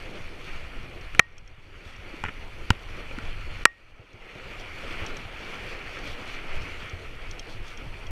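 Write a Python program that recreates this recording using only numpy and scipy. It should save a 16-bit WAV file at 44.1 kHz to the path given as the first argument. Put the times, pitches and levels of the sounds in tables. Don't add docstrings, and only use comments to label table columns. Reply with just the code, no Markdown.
import sys
import numpy as np
from scipy import signal
from scipy.fft import rfft, irfft, next_fast_len
from scipy.io import wavfile
from scipy.ndimage import uniform_filter1d, map_coordinates

SR = 44100
rng = np.random.default_rng(int(sys.argv[2]) if len(sys.argv) > 2 else 0)


def elevation(decibels):
    levels = np.asarray(decibels, float)
    return 10 ** (levels / 20)


def wav_record(signal):
    frames = np.transpose(np.atleast_2d(signal))
    bounded = np.clip(frames, -1, 1)
    quanta = np.round(bounded * 32767).astype(np.int16)
    wavfile.write(sys.argv[1], SR, quanta)


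N = 357629


def unit(x):
    return x / np.sqrt(np.mean(x ** 2) + 1e-20)


def wobble(rate_hz):
    knots = rng.standard_normal(int(N * rate_hz / SR) + 4)
    return map_coordinates(knots, [np.arange(N) * rate_hz / SR])


def swells(t, events, half_s):
    return sum(db * np.exp(-((t - s) / half_s) ** 2) for s, db in events)


def filtered(x, response):
    m = next_fast_len(len(x) + 8192)
    return irfft(rfft(x, m) * response(np.fft.rfftfreq(m, 1 / SR)), m)[:len(x)]


def colour(points):
    f, db = np.transpose(points)
    return lambda hz: elevation(np.interp(np.log(hz + 1), np.log(f + 1), db, -120, -120))


def resonant(modes):
    def response(f):
        total = 0
        for k, (hz, width, db) in enumerate(modes):
            total = total + (-1) ** k * elevation(db) * 1j * f * width / (hz * hz - f * f + 1j * f * width)
        return total
    return response


def damped(hz, corner_hz):
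    return 1 / (1 + 1j * hz / corner_hz) ** 3


def patchy(patchy_db, grains_hz=0, size_db=0):
    struck = rng.random(N) < grains_hz / SR
    sizes = elevation(size_db * np.minimum(rng.exponential(1, N), 3.5))
    spikes = struck * sizes * rng.uniform(-1.9, 1.7, N)
    z = signal.stft(rng.standard_normal(N) + 3 * spikes, nperseg=512)[2]
    field = uniform_filter1d(rng.standard_normal(z.shape), size=6, axis=0)
    field = uniform_filter1d(field, size=10, axis=1)
    return signal.istft(z * elevation(patchy_db * unit(field)), nperseg=512)[1][:N]


def add(track, s, sound):
    i = round(s * SR)
    track[i:i + len(sound)] += sound[:len(track) - i]


def rings(modes, t, attack_s):
    total = 0
    for hz, db, t60 in modes:
        total = total + elevation(db + rng.normal(0, 1.4) - 60 * t / t60) * np.sin(2 * np.pi * hz * t)
    return total * (1 - np.exp(-t / attack_s))


# pitch_hz, level_db
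DRONE_COLOUR = [(88, -13), (150, -2.5), (209, -3.5), (312, -1.5), (482, -1), (835, -7.5), (1100, -12),
                (1430, -42), (2420, -120)]


def drone(rough):
    level_db = 0.16 * rough + 0.71 * wobble(25) + 0.6 * wobble(6.2)
    return unit(elevation(level_db) * filtered(patchy(2.5), colour(DRONE_COLOUR)))


# pitch_hz, width_hz, level_db
CASE_TONES = [(1331, 314, -6.5), (1850, 357, -3), (2339, 373, 3.5), (2950, 440, 2.5), (3460, 600, -7)]


def crunch(rough):
    level_db = 0.6 * rough + 1.1 * wobble(40)
    grains = patchy(0.89, grains_hz=550, size_db=2.0)
    muffled = filtered(grains, lambda f: resonant(CASE_TONES)(f) * damped(f, 3300) ** 2)
    return unit(elevation(level_db) * muffled)


# pitch_hz, level_db
FIZZ_COLOUR = [(2000, -14), (3400, -0.5), (3890, -9), (4270, -4), (4680, -6.5), (5070, -13), (5600, -10),
               (7380, -20.5), (8720, -21.5), (12200, -29.5), (13500, -27.5), (14800, -38)]


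def fizz(rough):
    level_db = 0.85 * rough + 0.79 * wobble(30) + 0.43 * wobble(8.4)
    return unit(elevation(level_db) * filtered(patchy(1.7, grains_hz=610, size_db=3), colour(FIZZ_COLOUR)))


# start_s, level_db
TYRE_LOAD = [(0, -44.5), (.38, -47.5), (.52, -45), (1.0, -47.5), (1.88, -44.5), (2.5, -48.5), (2.88, -48),
             (3.0, -45), (3.55, -46), (3.78, -45), (4.0, -42.5), (4.75, -44), (4.95, -39), (5.25, -44.5),
             (5.5, -42), (6.75, -42), (7.0, -47), (8.11, -47.5)]
# start_s, level_db
ICY_CRUST = [
    (.55, 1.5),
    (1.88, 3.5),
    (3.25, 3),
    (4.6, 2.5),
    (4.93, -1),
    (5.99, -1.5),
    (6.1, 3),
    (6.31, 4),
    (7.53, 5),
    (7.69, 5.5),
]


def tyres(rough):
    t = np.arange(N) / SR
    load_db = np.interp(t, *np.transpose(TYRE_LOAD)) + 45
    flare_db = swells(t, ICY_CRUST, half_s=0.039)
    low = elevation(-47.5 + 0.93 * load_db) * drone(rough)
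    middle = elevation(-44.5 + load_db) * crunch(rough)
    high = elevation(-54 + load_db + flare_db) * fizz(rough)
    return low + middle + high


# start_s, level_db
WIND_GUSTS = [(.02, 3), (.36, 0.5), (.62, 3.5), (1.25, 5.5), (1.499, 10), (1.76, 8.5), (2.36, 3.5),
              (2.62, 1), (3.05, -1), (3.23, 14), (3.52, 10), (3.88, 5.5), (4.12, 4.5), (4.62, 1),
              (4.88, 5.5), (5.12, 6), (5.6, 6.5), (6.58, 5.5), (7.33, 5), (7.62, 5.5), (7.9, 4), (8.08, 7)]
# pitch_hz, level_db
WIND_COLOUR = [(5.9, -43), (10, 9), (27, 0), (54, -10.5), (103, -11), (200, -32), (260, -45), (440, -120)]


def wind():
    level_db = -39.5 + swells(np.arange(N) / SR, WIND_GUSTS, half_s=0.1)
    buffeting = elevation(2.6 * wobble(9)) * filtered(patchy(0.39), colour(WIND_COLOUR))
    return elevation(level_db) * unit(buffeting)


# pitch_hz, width_hz, level_db
CASE_GIVE = [(291, 960, -14), (816, 310, -9), (2393, 450, 4.5), (3170, 500, 0.5)]
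# pitch_hz, width_hz, level_db
BRIGHT_SHELL = [(3970, 800, 4), (5690, 1200, 0), (7180, 710, 3.5), (8400, 2200, -5), (9700, 1400, -4.5),
                (12400, 3200, -15.5)]
STRUCK_WIDTH_HZ = 182


def contact(hz, width_hz, bright_db, t):
    rattle = 0.14 * rng.standard_normal(len(t)) * elevation(-60 * t / 0.008)
    rattle += 0.075 * rng.standard_normal(len(t)) * elevation(-60 * t / 0.011)
    rattle[0] = -1.0
    panel_db = 8 + 15 * np.log10(STRUCK_WIDTH_HZ / width_hz)
    panels = resonant(sorted(CASE_GIVE + [(hz, width_hz, panel_db)]))
    body = filtered(rattle, lambda f: panels(f) * damped(f, 2400))
    brief = rattle * elevation(-60 * t / 0.018)
    shell = filtered(brief, lambda f: resonant(BRIGHT_SHELL)(f) * damped(f, 14000))
    return body / np.abs(body).max() + elevation(bright_db) * shell / np.abs(shell).max()


# start_s, blow_db, panel_pitch_hz, brightness_db, thump_db
CASE_KNOCKS = [
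    (1.1485, -22.5, 2950, -11.5, -33),
    (1.1942, 18.5, 1917, -19, -17),
    (2.2386, -16.5, 880, -13, -27),
    (2.7040, -8.5, 2286, -1.5, -9.5),
    (2.705, -4.5, 1364, -11.5, -16),
    (3.111, -29, 490, -28, -41),
    (3.186, -25.5, 1420, -9, -47),
    (3.6536, 21.5, 1904, -5, -20),
]
# start_s, blow_db
MOUNT_CHATTER = [
    (2.247, -32),
    (2.251, -19.5),
    (2.261, -21),
    (2.267, -32),
    (2.274, -32),
    (2.284, -23),
    (2.286, -25),
    (2.2908, -23.5),
]
# pitch_hz, level_db, decay_s
STEEL_CLIP = [(820, -9.5, 0.066), (1060, -12.5, 0.076), (1150, -2, .072), (1310, -6, 0.053), (1876, 0, .22),
              (2770, -29, 0.14), (5460, -24, .09), (8100, -28, .06)]
# pitch_hz, level_db, decay_s
MOUNT_SWING = [(95, 0.5, 0.046), (180, -0.5, 0.02)]


def knocks():
    out, t = np.zeros(N), np.arange(SR // 4) / SR
    chatter = [(s, db, 1590, -23, db - 10.5) for s, db in MOUNT_CHATTER]
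    for s, db, hz, bright_db, thump_db in CASE_KNOCKS + chatter:
        ring = elevation(-42.5 + 1.26 * db) * rings(STEEL_CLIP, t, 0.00052)
        blow = elevation(db) * contact(hz, STRUCK_WIDTH_HZ, bright_db, t)
        thump = elevation(thump_db) * rings(MOUNT_SWING, t, 0.00088)
        add(out, s, blow + ring + thump)
        rebound = elevation(db - 5) * contact(1380, 240, bright_db - 10, t)
        add(out, s + 0.00209, rebound)
    return out


# start_s, depth_db, hold_s, release_s
GAIN_DUCKS = [
    (1.205, -12.5, 0.37, 0.59),
    (3.651, -15, 0.41, 0.45),
]


def ducking(t):
    total = 0
    for s, db, hold, release in GAIN_DUCKS:
        times = [s - 0.012, s - 0.009, s + hold, s + hold + release]
        total = total + np.interp(t, times, [0, db, db, 0])
    return total


# start_s, peak_db, low_part_db
CHAIN_TICKS = [(1.0112, -48, 0), (1.3234, -64, 10.5), (1.3807, -41.5, -5), (1.476, -46.5, -4),
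               (1.9629, -48, 2), (2.7362, -57, 4), (3.2217, -50, -2), (4.131, -53, -4), (4.5976, -45, 4),
               (5.0634, -30.5, -4), (5.168, -33, -7), (5.9863, -44, -4), (6.0715, -44, 6),
               (6.6189, -42, -3), (6.8957, -39, -1), (7.3108, -32.5, -9), (7.3944, -30.5, -1.5),
               (7.6799, -42, -2), (7.7733, -38, -3), (8.067, -43, 4)]
# pitch_hz, level_db, decay_s
CHAIN_LINK = [(3235, 4.5, 0.031), (4600, -16, .02), (5600, 5.5, 0.02), (6310, 3, 0.017), (8540, -15, 0.023)]


def chain():
    out, t = np.zeros(N), np.arange(SR // 20) / SR
    for s, db, low_db in CHAIN_TICKS:
        bent = t * (1 + 0.0041 * rng.standard_normal())
        low = elevation(low_db) * rings(CHAIN_LINK[:1], bent, 0.00074)
        high = rings(CHAIN_LINK[1:], bent, 0.0013)
        noise = rng.standard_normal(len(t))
        crack = filtered(noise, lambda f: resonant(BRIGHT_SHELL)(f) * damped(f, 10500))
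        tick = low + high + 1.9 * elevation(-60 * t / 0.018) * crack
        add(out, s, elevation(db - ducking(s) - 4.5) * tick)
    return out


# start_s, peak_db, pitch_hz
MOUNT_JOLTS = [(0.202, -43, 95), (0.629, -37, 72.7), (0.836, -39, 122), (0.971, -51, 401), (1.58, -48, 116),
               (1.86, -42.5, 72), (1.986, -43.5, 81), (2.139, -37, 320), (3.18, -34, 246),
               (3.516, -53, 83.4), (3.995, -46, 102), (4.14, -48, 100), (4.354, -42, 121),
               (4.447, -45, 116), (5.017, -34.5, 83.4), (5.253, -39.5, 93), (6.596, -56, 101),
               (6.932, -36.5, 80.7), (7.547, -41, 99.6), (7.662, -52, 75.4), (7.862, -38, 122)]


def jolts():
    out, t = np.zeros(N), np.arange(SR // 8) / SR
    for s, db, hz in MOUNT_JOLTS:
        swing = rings([(hz, 0, 7 / hz)], t, 0.35 / hz)
        add(out, s, elevation(db - ducking(s) + 12) * swing)
    return out


# pitch_hz, level_db
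CIRCUIT_WHINE = [(8780, -82.5), (11703, -90.5), (14626, -81)]
# pitch_hz, level_db
CIRCUIT_HISS = [(5000, -33), (8000, -6), (11500, -7), (12400, -10.5), (13300, -16), (14700, -11.5),
                (15200, -30)]


def circuit():
    t = np.arange(N) / SR
    whine = sum(elevation(db - 5.5 + 1.5 * wobble(6)) * np.sin(2 * np.pi * hz * t) for hz, db in CIRCUIT_WHINE)
    hiss = unit(filtered(rng.standard_normal(N), colour(CIRCUIT_HISS)))
    return whine + elevation(-74) * hiss


def scene():
    rough = wobble(13)
    return (wind() + tyres(rough) + knocks() + chain() + jolts())[None]


def band_limit(x):
    return signal.sosfilt(signal.butter(12, 16460, fs=SR, output="sos"), x)


def record(dry):
    x = (dry + circuit()) * elevation(ducking(np.arange(N) / SR))
    x = x / (1 + np.abs(x / 0.96) ** 8) ** (1 / 8)
    x = filtered(x[0], lambda hz: 1 / np.sqrt(1 + (hz / 15500) ** 24))[None]
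    return band_limit(x)


dry = scene()
out = record(dry)
wav_record(out)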